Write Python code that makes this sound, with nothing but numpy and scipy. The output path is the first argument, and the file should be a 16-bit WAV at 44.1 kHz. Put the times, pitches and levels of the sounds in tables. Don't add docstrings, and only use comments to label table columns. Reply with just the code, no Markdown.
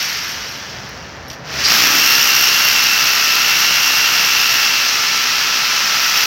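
import sys
import numpy as np
from scipy import signal
from scipy.fft import rfft, irfft
from scipy.io import wavfile
from scipy.ndimage import uniform_filter1d

SR = 44100
rng = np.random.default_rng(int(sys.argv[2]) if len(sys.argv) > 2 else 0)


def bounce(signal):
    frames = np.transpose(np.atleast_2d(signal))
    limited = np.clip(frames, -1, 1)
    pcm = np.round(limited * 32767).astype(np.int16)
    wavfile.write(sys.argv[1], SR, pcm)


N = 276045
TIME = np.arange(N) / SR

FULL_HZ = 64
BITE_S, GRIP_S = 1.728, 0.082


def undb(db):
    return 10 ** (np.asarray(db) / 20)


def unit(x):
    return x / np.sqrt(np.mean(x ** 2))


def curves(rows):
    s, *columns = np.transpose(rows)
    return [np.interp(TIME, s, column) for column in columns]


def walk(rate_hz):
    step = int(SR / rate_hz)
    targets = np.repeat(rng.standard_normal(N // step + 1), step)
    return unit(uniform_filter1d(targets, step)[:N])


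def colour(x, spectrum, size=4096):
    hz, db = np.transpose(spectrum)
    bins_hz = np.fft.rfftfreq(size, 1 / SR)
    log_gain = np.log(undb(np.interp(np.log(bins_hz + 1), np.log(hz), db)))
    cepstrum = irfft(log_gain) * np.r_[1, np.full(size // 2 - 1, 2), np.zeros(size // 2)]
    impulse = irfft(np.exp(rfft(cepstrum)))
    return signal.fftconvolve(x, impulse)[:N]


def ring(x, modes):
    out = np.zeros(N)
    for hz, width_hz, db in modes:
        b, a = signal.iirpeak(hz, hz / width_hz, fs=SR)
        out = out + undb(db) * signal.lfilter(b, a, x)
    return out


def band(x, edge_hz, kind, order=4):
    return signal.sosfiltfilt(signal.butter(order, edge_hz, kind, fs=SR, output="sos"), x)


def steady(x):
    return x / np.sqrt(uniform_filter1d(x ** 2, SR // 5) + 1e-12)


def envelope(start_s, attack_s, hold_s, release_s):
    corners_s = start_s + np.cumsum([0, attack_s, hold_s, release_s])
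    return np.interp(TIME, corners_s, [0, 1, 1, 0])


def burst(peak_s, attack_s, hold_s, decay_s):
    rise = np.clip(1 + (TIME - peak_s) / attack_s, 0, 1)
    return rise * np.exp(-np.maximum(TIME - peak_s - hold_s, 0) / decay_s)


def swell(middle_s, length_s):
    return np.exp(-((TIME - middle_s) / (length_s / 2)) ** 4)


# start_s, hammer_rate_hz
LOADED_SPEED = [(1.8, 60.53), (1.9, 61.06), (2.0, 64.57), (2.13, 65.82), (2.62, 65.82), (2.98, 63.88),
                (3.35, 63.62), (3.68, 65.7), (3.85, 65.19), (4.08, 65.55), (4.4, 64.4), (4.7, 64.43),
                (5.35, 63.29), (6.25, 63.04)]
COAST_HZ, COAST_S = 54.02, 1.13
TRIGGER_S, SPIN_UP_S = 1.43, .17


def motor():
    coasting = COAST_HZ * np.exp(-np.minimum(TIME, TRIGGER_S) / COAST_S)
    spun = 1 - np.exp(-np.maximum(TIME - TRIGGER_S, 0) / SPIN_UP_S)
    share = np.minimum(spun / np.interp(LOADED_SPEED[0][0], TIME, spun), 1)
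    return coasting + share * (curves(LOADED_SPEED)[0] - coasting)


def knocks(turns, scatter_db, jitter_s):
    at_s = np.interp(np.arange(1, int(turns[-1])), turns, TIME)
    chance = rng.standard_normal((len(at_s), 2))
    where = np.clip((at_s + jitter_s * chance[:, 0]) * SR, 0, N - 1).astype(int)
    sizes = undb(scatter_db * np.clip(chance[:, 1], -2, 2))
    return np.bincount(where, sizes, N)


def crunch(clicks, decay_s):
    pole = np.exp(-1 / (decay_s * SR))
    return unit(signal.lfilter([1], [1, -pole], clicks) * rng.standard_normal(N))


def hammer(turns):
    blow = crunch(knocks(turns, scatter_db=1.0, jitter_s=.0005), decay_s=.0022)
    rebound = crunch(knocks(turns + .41, scatter_db=0, jitter_s=.0005), decay_s=.0025)
    play = crunch(knocks(7 * turns, scatter_db=2, jitter_s=.0006), decay_s=.0011)
    return steady(blow), steady(rebound), steady(play)


# pitch_hz, level_db (relative)
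HOUSING_SPECTRUM = [(80, -26), (170, -14), (340, -18.5), (600, -13.5), (820, -8.5), (1020, -7), (1350, -1),
                    (1900, 0), (3000, 0.5), (3700, -3.5), (4600, 0), (5700, 2), (7000, -13), (8500, -27),
                    (10000, -29), (12000, -20), (16000, -20.5)]
KNOCK_FREE, KNOCK_PRESSED = .17, .28


def housing(blow, rebound, play, contact, treble_db):
    rush = rng.standard_normal(N)
    knocking = (KNOCK_FREE + KNOCK_PRESSED * contact) * (blow + undb(-1.5) * rebound)
    body = colour(rush + knocking + undb(-2.5) * play, HOUSING_SPECTRUM)
    low = band(body, 8000, "low")
    treble = body - low
    return steady(low) + undb(treble_db) * steady(treble)


RATTLE_DB_PER_OCTAVE = 13.5
WHIRR_DB, WHIRR_SPREAD_HZ = -27.5, 670


def whirr(turns, rate):
    tone = np.sqrt(2) * np.cos(2 * np.pi * 42 * turns)
    rough = unit(band(rng.standard_normal(N), WHIRR_SPREAD_HZ, "low", order=2))
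    level_db = WHIRR_DB + RATTLE_DB_PER_OCTAVE * np.log2(rate / FULL_HZ)
    return undb(level_db) * rough * tone


# pitch_hz, width_hz (per pass), level_db (per pass)
SHANK_MODES = [(5530, 260, 1), (9030, 280, -7), (13040, 370, -2)]
# middle_s, length_s, level_db (before the fitful wandering)
CHATTER_SPELLS = [(0, .12, -28), (.2, 0.3, -37), (.47, 0.26, -45), (2.15, .8, -29), (3.8, 0.91, -32),
                  (4.45, 0.5, -39)]


def shank():
    song = unit(ring(ring(rng.standard_normal(N), SHANK_MODES), SHANK_MODES))
    spells = sum(undb(db) * swell(s, length_s) for s, length_s, db in CHATTER_SPELLS)
    return song * undb(3.0 * walk(63)) * spells


# pitch_hz, level_db (relative)
STREET_SPECTRUM = [(45, -1), (72, 2.5), (100, -1.5), (135, 3.5), (210, -2), (320, -5.5), (420, -5),
                   (640, -4.5), (850, -6.5), (1200, -7.5), (1800, -5), (2500, -14.5), (3500, -22),
                   (6000, -26), (8000, -48)]
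# start_s, level_db
RUMBLE_LEVEL = [(0, -40.5), (1.0, -40.5), (1.6, -36), (2.4, -47), (4.3, -44.5), (6.26, -52.5)]
# middle_s, length_s, pitch_hz, level_db (peak, before it wavers)
DISTANT_TONES = [(1.46, 0.52, 646, -48), (1.11, 0.26, 2768, -48)]


def street():
    air = colour(rng.standard_normal(N), STREET_SPECTRUM)
    air = air / np.std(band(air, 207, "low"))
    air = air * undb(curves(RUMBLE_LEVEL)[0] + 1.0 * walk(6.1))
    for s, length_s, hz, db in DISTANT_TONES:
        tone = np.sin(2 * np.pi * hz * TIME)
        air = air + swell(s, length_s) * undb(db + 5.4 * walk(18)) * tone
    return air


# start_s, level_db, ring_s, steel_share (0 housing to 1 steel)
PLACING_TAPS = [(1.282, -35, .018, .97), (1.301, -23.5, .005, 0), (1.312, -31, 0.013, .1),
                (1.33, -30, 0.013, 0.3)]
# pitch_hz, width_hz (per pass), level_db (per pass)
SKID_RASP = [(4800, 1200, 0)]
SNAP_S, SNAP_DB = .893, -24
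SKID_S, SKID_DB, SKID_DECAY_S = 1.645, -13.5, 0.049


def placing():
    noise = rng.standard_normal(N)
    steel = unit(ring(ring(noise, SHANK_MODES), SHANK_MODES))
    case = unit(band(colour(noise, HOUSING_SPECTRUM), 2200, "high"))
    snap = undb(SNAP_DB) * np.exp(-np.abs(TIME - SNAP_S) / .0004) * band(noise, 9800, "high")
    out = snap
    for s, db, ring_s, share in PLACING_TAPS:
        decay = (TIME >= s) * np.exp(-np.abs(TIME - s) / ring_s)
        out = out + undb(db) * decay * (share * steel + (1 - share) * case)
    rasp = unit(ring(ring(noise, SKID_RASP), SKID_RASP))
    return out + undb(SKID_DB) * burst(SKID_S, .01, 0.011, SKID_DECAY_S) * rasp


# pitch_hz, width_hz, level_db (relative)
BIT_MODES = [(1416, 54, -1), (2710, 58, 2.5), (5450, 140, 9), (9250, 450, -26), (13464, 930, -4)]
BIT_DB, BIT_WANDER_DB = -11.5, 1.8


def bit(blow, rebound):
    steel = unit(ring(blow, BIT_MODES)) + undb(-11.5) * unit(ring(rebound, BIT_MODES[-1:]))
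    return undb(BIT_DB + BIT_WANDER_DB * walk(25.18)) * steel


def whine(turns, partials, flutter_db):
    out = np.zeros(N)
    for multiple, db in partials:
        out = out + undb(db + flutter_db * walk(28)) * np.cos(2 * np.pi * multiple * turns)
    return np.sqrt(2) * out


# multiple (of the hammer rate), level_db (relative)
SLAB_PARTIALS = [(1, -13), (2, -5), (3, -2.5), (4, 2.5), (5, -1.5), (6, -1), (7, 1.5), (8, -4), (9, -1),
                 (11, -2), (14, 1)]
# pitch_hz, width_hz (per pass), level_db (per pass)
HUM_MODES = [(261, 92, 0), (314, 70, 0)]
DRONE_DB, DRONE_FRESH_DB, DRONE_SETTLE_S = -51, 8, 1
HUM_DB, HUM_HOLD_S, HUM_DECAY_S = -34, 0.2, 0.24


def slab(turns, grip, drilled_s):
    drone_db = DRONE_DB + DRONE_FRESH_DB * np.exp(-drilled_s / DRONE_SETTLE_S)
    drone = grip * undb(drone_db) * whine(turns, SLAB_PARTIALS, flutter_db=.8)
    hum = unit(ring(ring(rng.standard_normal(N), HUM_MODES), HUM_MODES))
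    humming = burst(BITE_S, .03, HUM_HOLD_S, HUM_DECAY_S)
    return drone + undb(HUM_DB) * humming * hum


# multiple (of the hammer rate), level_db (relative)
MESH_PARTIALS = [(39, -19), (40, -9), (41, -16), (42, 0), (43, -14), (44, -9), (45, -14), (84, -15)]
# multiple (of the hammer rate), level_db (relative)
ARMATURE_PARTIALS = [(13, -11.5), (16, -10.5), (19, -5), (20, -8), (21, 1.5), (23, -7), (40, -7), (44, -10),
                     (45, -10), (68, -9)]
MESH_DB, MESH_FAINT_DB, ARMATURE_DB = -23.5, -31, -32.5
MESH_DB_PER_HZ, ARMATURE_DB_PER_HZ = .7, 1


def gears(turns, rate):
    sag_hz = np.clip(FULL_HZ - rate, -2, 1)
    drive = turns + .14
    singing = envelope(start_s=1.79, attack_s=0.21, hold_s=2.74, release_s=.1)
    mesh_gain = undb(MESH_FAINT_DB) + (undb(MESH_DB) - undb(MESH_FAINT_DB)) * singing
    mesh_gain = mesh_gain * undb(-MESH_DB_PER_HZ * sag_hz)
    armature_gain = undb(ARMATURE_DB + ARMATURE_DB_PER_HZ * sag_hz)
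    mesh = mesh_gain * whine(drive, MESH_PARTIALS, flutter_db=1.3)
    return mesh + armature_gain * whine(drive, ARMATURE_PARTIALS, flutter_db=1.3)


def lane(x, t60_s, wet_db):
    t = TIME[:SR // 2]
    tail = rng.standard_normal(len(t)) * np.exp(-np.log(1000) * t / t60_s) * (t > .006)
    return x + undb(wet_db) * signal.fftconvolve(x, tail / np.linalg.norm(tail))[:N]


# start_s, level_db
BIT_FORCE = [(1.74, 4), (2.3, 2.5), (3.25, 0.5), (3.85, -2), (4.6, -1.5), (5.0, -13), (5.55, -14),
             (6.26, 1)]
RATTLE_DB, TREBLE_DB, TREBLE_DB_PER_OCTAVE = -16.5, -13.0, 4.5
FORCE_RATTLE_DB, FORCE_TREBLE_DB = 1.48, 2
BIT_DAMPING_DB_PER_S = 0.2
JOLT, JOLT_RISE_S, JOLT_DECAY_S = 0.64, 0.16, 0.15


def scene():
    rate = motor()
    octaves = np.log2(rate / FULL_HZ)
    turns = np.cumsum(rate * (1 + .0012 * walk(45))) / SR
    grip = np.clip(1 + (TIME - BITE_S) / GRIP_S, 0, 1)
    drilled_s = np.maximum(TIME - BITE_S, 0)
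    force = grip * undb(curves(BIT_FORCE)[0])
    contact = force * undb(-BIT_DAMPING_DB_PER_S * drilled_s)
    rattle_db = RATTLE_DB + RATTLE_DB_PER_OCTAVE * octaves + FORCE_RATTLE_DB * force
    treble_db = TREBLE_DB + TREBLE_DB_PER_OCTAVE * octaves + FORCE_TREBLE_DB * force
    blow, rebound, play = hammer(turns)
    rattle = housing(blow, rebound, play, contact, treble_db)
    jolt = 1 + JOLT * burst(BITE_S - .05, JOLT_RISE_S, .02, JOLT_DECAY_S)
    clatter = jolt * undb(rattle_db) * (rattle + contact * bit(blow, rebound))
    unloaded = (1 - grip) * whirr(turns, rate)
    airborne = lane(clatter + unloaded + shank() + placing(), t60_s=0.28, wet_db=-11.0)
    mix = airborne + street() + slab(turns, grip, drilled_s) + grip * gears(turns, rate)
    return mix[None]


def record(dry):
    thin = signal.sosfilt(signal.butter(8, 54, "high", fs=SR, output="sos"), dry)
    rounded = thin / (1 + (thin / .97) ** 6) ** (1 / 6)
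    return signal.sosfilt(signal.ellip(12, .2, 80, 15900, fs=SR, output="sos"), rounded)


dry = scene()
out = record(dry)
bounce(out)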